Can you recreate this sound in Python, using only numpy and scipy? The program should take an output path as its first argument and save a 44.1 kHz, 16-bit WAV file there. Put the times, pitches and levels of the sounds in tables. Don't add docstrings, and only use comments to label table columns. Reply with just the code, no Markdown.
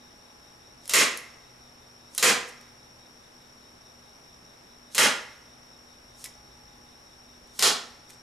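import sys
import numpy as np
from scipy import signal
from scipy.fft import rfft, irfft, next_fast_len
from scipy.io import wavfile
from scipy.ndimage import uniform_filter1d, minimum_filter1d

SR = 44100
rng = np.random.default_rng(int(sys.argv[2]) if len(sys.argv) > 2 else 0)


def dump(signal):
    limited = np.clip(np.atleast_2d(signal).T, -1, 1)
    pcm = np.round(limited * 32767).astype(np.int16)
    wavfile.write(sys.argv[1], SR, pcm)


N = 362502


def gain_of(db):
    return 10 ** (np.asarray(db) / 20)


def evened(x):
    return x / np.sqrt(np.mean(x ** 2) + 1e-20)


def read(points, hz):
    point_hz, value = np.transpose(points)
    return np.interp(np.log(hz + 1), np.log(point_hz + 1), value)


def add(mix, start_s, sound):
    part = mix[round(start_s * SR):][:len(sound)]
    part += sound[:len(part)]


def coloured(x, points):
    length = x.shape[-1]
    size = next_fast_len(length)
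    gain = gain_of(read(points, np.fft.rfftfreq(size, 1 / SR)))
    return irfft(rfft(x, size) * gain, size)[..., :length]


def paired(a, b, same):
    likeness = np.clip(read(same, np.fft.rfftfreq(len(a), 1 / SR)), -1, 1)
    right = likeness * rfft(a) + np.sqrt(1 - likeness ** 2) * rfft(b)
    return np.array([a, irfft(right, len(a))])


def rubbing(length, colour):
    slips = rng.standard_normal(length) * rng.exponential(1, length)
    return evened(coloured(slips, colour))


def lean(x, low_hz=160):
    return signal.sosfilt(signal.butter(4, low_hz, "high", fs=SR, output="sos"), x)


# pitch_hz, level_db [dB], t60_s [s to fall by 60 dB]
GUN_MODES = [(244, -1, 0.044), (401, -3, 0.082), (486, 2, 0.046), (824, 2.5, 0.0058), (1055, 3, 0.019),
             (1347, 8.5, 0.0096), (1964, -4.5, 0.045), (2040, 8.5, 0.0029), (3190, 8, 0.0037),
             (4010, 2, 0.0092), (4540, 1.5, 0.0022), (5230, 4, 0.014), (6560, 5, 0.00091),
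             (8600, 1.4, 0.0012), (10440, 3, 0.0038), (12600, 0, 0.00044)]
MODE_HZ = np.transpose(GUN_MODES)[0]


def favoured(pitch_hz, favour_db, reach_oct):
    return favour_db * np.exp(-(np.log2(MODE_HZ / pitch_hz) / reach_oct) ** 2)


def blow(drive_db, contact_s):
    length = 4096
    t, hz = np.arange(length) / SR, np.fft.fftfreq(length, 1 / SR)
    fade = np.exp(-t / contact_s)
    spectrum = rfft(rng.standard_normal(length) * fade)
    rebounds = irfft(spectrum / (abs(spectrum) + 1e-9))
    onset = np.minimum(t / contact_s * 4 + 0.26, 1)
    contact = rebounds * np.sqrt(fade) * onset

    power = 1e-8
    for db, (mode_hz, mode_db, t60_s) in zip(drive_db, GUN_MODES):
        half_width_hz = np.log(1000) / (2 * np.pi * t60_s)
        skirt = (hz ** 2 - mode_hz ** 2) / (2 * half_width_hz * abs(hz) + 1e-9)
        power = power + gain_of(2 * (db + mode_db)) / (1 + skirt ** 2)
    log_gain = np.log(power) / 2
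    phase = -signal.hilbert(log_gain).imag
    ring = np.fft.ifft(np.exp(log_gain + 1j * phase)).real

    sound = np.convolve(contact, ring[:length // 2])[:length]
    return sound / np.linalg.norm(sound)


# freed_s [s, band let go], whip_db [dB], slam_s [s, hook lands], slam_db [dB],
# bright_db [dB per octave], hook_hz, hook_favour_db [dB], stock_hz, stock_favour_db [dB]
SHOTS = [(0.893, -36, 0.9357, 17, 1.25, 2090, 6, 480, 5),
         (2.178, -37, 2.2263, 14.5, -1.13, 1090, 5, 430, 4.5),
         (4.947, -35, 4.980, 15.5, -0.32, 2300, 4.5, 240, -2.5),
         (7.592, -32.5, 7.624, 11.5, -0.16, 4470, 7.5, 240, -7)]
# pitch_hz, level_db
WHIP_COLOUR = [(200, -20), (600, -4), (2000, 1), (4000, 6.5), (8000, 3), (12000, -2), (15000, -1.5)]
# pitch_hz, level_db
SLAM_DRIVE = [(225, -5.5), (450, 2), (900, 0.46), (3200, 1.8), (4400, 5.5), (10000, 2)]
WHIP_FADE_DB_PER_S = 224


def gun():
    out = np.zeros(N)
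    for freed_s, whip_db, slam_s, slam_db, bright_db, *favours in SHOTS:
        t = np.arange(0, slam_s - freed_s, 1 / SR)
        whip = rubbing(len(t), WHIP_COLOUR)
        add(out, freed_s, gain_of(whip_db - WHIP_FADE_DB_PER_S * t) * whip)

        drive_db = read(SLAM_DRIVE, MODE_HZ) + bright_db * np.log2(MODE_HZ / 2000)
        for pitch_hz, favour_db in np.reshape(favours, (2, 2)):
            drive_db = drive_db + favoured(pitch_hz, favour_db, reach_oct=0.28)
        add(out, slam_s, gain_of(slam_db) * blow(drive_db, contact_s=0.0062))
    return lean(out)


# start_s, level_db, pitch_hz [favoured], favour_db [dB]
TICKS = [(0.856, -23.5, 5500, 18), (0.8777, -15.5, 10200, 16), (0.895, -5.5, 8000, 3), (.8970, -9, 5200, 0),
         (1.1738, -12.5, 10300, 13), (2.149, -15.5, 9640, 26), (2.1791, -1.5, 10300, 17),
         (2.1821, -3.5, 3900, 18.5), (2.611, -33, 6500, 0), (4.948, -9, 9050, 10), (4.9522, -7.5, 4500, -2),
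         (6.2414, -13, 9700, 14), (6.2458, -20, 5200, 12), (6.251, -21, 5400, 17),
         (6.2562, -21.5, 1850, 42), (6.26, -19, 7000, 3), (7.4740, -37, 7000, 1), (7.5900, -11.5, 8900, 3),
         (7.5936, -2.5, 5250, 17.5), (8.0930, -34, 9500, 6), (8.1000, -29, 2190, 24),
         (8.1050, -26, 8600, 5)]


def ticks():
    out = np.zeros(N)
    light_db = read([(400, -7.5), (1200, -7.5), (2500, -8), (6000, 2.0)], MODE_HZ)
    for start_s, level_db, pitch_hz, favour_db in TICKS:
        drive_db = light_db + favoured(pitch_hz, favour_db, reach_oct=0.16)
        add(out, start_s, gain_of(level_db) * blow(drive_db, contact_s=0.0023))
    return out


# start_s, end_s, level_db [reached at the end]
SLIDES = [(0.798, 0.894, -54.5), (2.098, 2.174, -50), (2.463, 2.496, -48.5), (4.9, 4.947, -50),
          (6.139, 6.232, -52), (7.499, 7.589, -53), (8.06, 8.15, -61.5)]
# pitch_hz, level_db
SLIDE_COLOUR = [(1500, -29), (3500, -1), (6500, 2), (8500, 2), (10500, -1), (13500, -8), (15000, -16)]
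SLIDE_RISE_DB, SLIDE_BEND = 22, 1.44


def slides():
    out = np.zeros(N)
    for start_s, end_s, level_db in SLIDES:
        left = np.linspace(1, 0, int((end_s - start_s) * SR))
        swell_db = level_db - SLIDE_RISE_DB * left ** SLIDE_BEND
        add(out, start_s, gain_of(swell_db) * rubbing(len(left), SLIDE_COLOUR))
    return out


def catch():
    return lean(ticks() + slides())


# pitch_hz, t60_s [s to fall by 60 dB]
ROOM_DECAY = [(150, 0.36), (400, 0.42), (1500, 0.41), (3000, 0.39), (7000, 0.31), (12000, 0.23)]
# pitch_hz, level_db
HALL = [(150, -52), (600, -28.5), (1100, -26), (2100, -26.5), (3300, -33), (5000, -35.5), (8000, -40)]
# pitch_hz, likeness [-1 to 1]
ROOM_SAME = [(150, 0.99), (400, 0.84), (1400, 0.66), (3500, 0.72), (7000, 0.86), (10000, 0.62),
             (12500, 0.072)]
# pitch_hz, level_db
TAIL_COLOUR = [(150, 10.5), (1000, -4), (4000, -6), (8000, -3.5), (13000, -5.5)]
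# delay_s, level_db
ECHOES = [(.0040, -10), (.0085, -12), (.0125, -12), (.0170, -12)]


def room(x, tail_db):
    noise = paired(*rng.standard_normal((2, SR)), ROOM_SAME)
    hz, t, bands = signal.stft(noise, SR, nperseg=256)
    room_decay = gain_of(-60 * t / read(ROOM_DECAY, hz)[:, None])
    hall_decay = gain_of(read(HALL, hz)[:, None] - 60 * t / 1.2)
    tail = signal.istft(bands * (room_decay + hall_decay), SR, nperseg=256)[1][:, :SR]
    tail = coloured(tail, TAIL_COLOUR)
    tail *= 1 - np.exp(-np.arange(SR) / SR / .004)
    tail *= np.hanning(2 * SR)[SR:] ** .5
    tail = gain_of(tail_db) * tail / np.linalg.norm(tail[0])
    tail *= gain_of([[-.6], [.6]])

    early = np.zeros(SR)
    for delay_s, level_db in ECHOES:
        add(early, delay_s, gain_of(level_db) * np.array([.25, .5, .25]))
    early[0] = 1
    return signal.fftconvolve(x[None], early + tail, axes=1)[:, :N]


# time_s, chirp_count [chirps sung so far]
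CHIRPS = [(.07, 0), (3.64, 18), (4.3, 21), (5.93, 29), (8.3, 41)]
# pitch_hz, level_db
CRICKET_BAND = [(3350, -45), (3480, -5), (3650, -7.5), (3800, -2), (3880, -1.5), (3980, -31)]


def cricket(level_db=-71, strokes_per_s=52, same=.55):
    t = np.arange(N) / SR
    chirp = 0.34 + np.cos(np.pi * np.interp(t, *np.transpose(CHIRPS))) ** 2
    stroke = 1.4 + np.cos(np.pi * strokes_per_s * t) ** 2
    pulsed = rng.standard_normal((2, N)) * chirp * stroke
    both = coloured(paired(*pulsed, [(1, same), (SR, same)]), CRICKET_BAND)
    return gain_of(level_db) * evened(both) * gain_of([[.7], [-.7]])


# pitch_hz, level_db
CHORUS_BAND = [(4800, -49), (5050, -13.5), (5250, -5.5), (5400, 2), (5700, 2), (5780, -2), (5840, -57)]


def chorus(level_db=-60, strokes_per_s=5000, same=.82):
    struck = rng.random((2, N)) < strokes_per_s / SR
    strokes = rng.standard_normal((2, N)) * struck
    both = coloured(paired(*strokes, [(1, same), (SR, same)]), CHORUS_BAND)
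    return gain_of(level_db) * evened(both) * gain_of([[1.5], [-1.5]])


# pitch_hz, level_db, waver_hz [how fast the level wavers]
HUM = [(73.3, -76.5, 7.8), (123, -74.5, 3), (242, -70.5, 6.3), (835, -75.5, 1.8)]


def hum():
    t, out = np.arange(N) / SR, np.zeros(N)
    for pitch_hz, level_db, waver_hz in HUM:
        smooth_samples = int(SR / max(waver_hz, .5))
        waver = evened(uniform_filter1d(rng.standard_normal(N), smooth_samples))
        tone = np.sqrt(2) * np.sin(2 * np.pi * (pitch_hz * t + rng.random()))
        out += gain_of(level_db + 2.4 * waver) * tone
    return out


# time_s, level_db
RUMBLE = [(0, -73.5), (4.1, -79), (4.6, -74), (5.7, -75), (6.3, -67), (7.0, -70), (8.3, -75)]


def rumble():
    drone = coloured(rng.standard_normal(N), [(18, -41), (32, -11), (48, -2.0), (62, -2), (85, -46)])
    level_db = np.interp(np.arange(N) / SR, *np.transpose(RUMBLE))
    return gain_of(level_db) * evened(drone)


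# [dB per Hz, relative]
HISS = [(25, -5), (45, -16), (70, -7), (110, -2), (280, -1.5), (600, -1.5), (1000, -2.5), (2000, -6.5),
        (3200, -10.5), (4600, -13), (8000, -17), (12500, -18), (13000, -64)]
# pitch_hz, likeness [-1 to 1]
HISS_SAME = [(60, .99), (130, 0.88), (290, 0.58), (640, 0.15), (1400, -0.054), (3100, -0.14), (12000, 0.32)]


def hiss(level_db=-58):
    noise = paired(*rng.standard_normal((2, N)), HISS_SAME)
    return gain_of(level_db) * evened(coloured(noise, HISS))


def scene():
    shots = room(gun(), tail_db=8)
    handling = room(catch(), tail_db=-5.5)
    outside = cricket() + chorus() + rumble()
    return shots + handling + outside + hum() + hiss()


# pitch_hz, level_db
MIC_COLOUR = [(30, 4.5), (13000, 1.66), (14300, -9), (15000, -30), (16000, -30)]
LIMIT_DB, LIMIT_SHARE = -19.5, 0.98
LOOK_AHEAD_S, RECOVER_DB_PER_S = 0.0015, 1000.
EDGE_HZ = 16400


def record(dry):
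    power = abs(uniform_filter1d((dry ** 2).mean(0), int(.005 * SR)))
    power_db = 10 * np.log10(power + 1e-12)
    fall_db = np.arange(N) * RECOVER_DB_PER_S / SR
    held_db = np.maximum.accumulate(power_db + fall_db) - fall_db
    over_db = np.maximum(held_db - LIMIT_DB, 0)
    over_db = -minimum_filter1d(-over_db, int(LOOK_AHEAD_S * SR) + 1)
    cut_db = LIMIT_SHARE * uniform_filter1d(over_db, int(.002 * SR))
    limited = coloured(dry / gain_of(cut_db), MIC_COLOUR)
    band_limit = signal.firwin(511, EDGE_HZ, window=("kaiser", 9), fs=SR)
    return signal.oaconvolve(limited, band_limit[None], "same")


dry = scene()
out = record(dry)
dump(out)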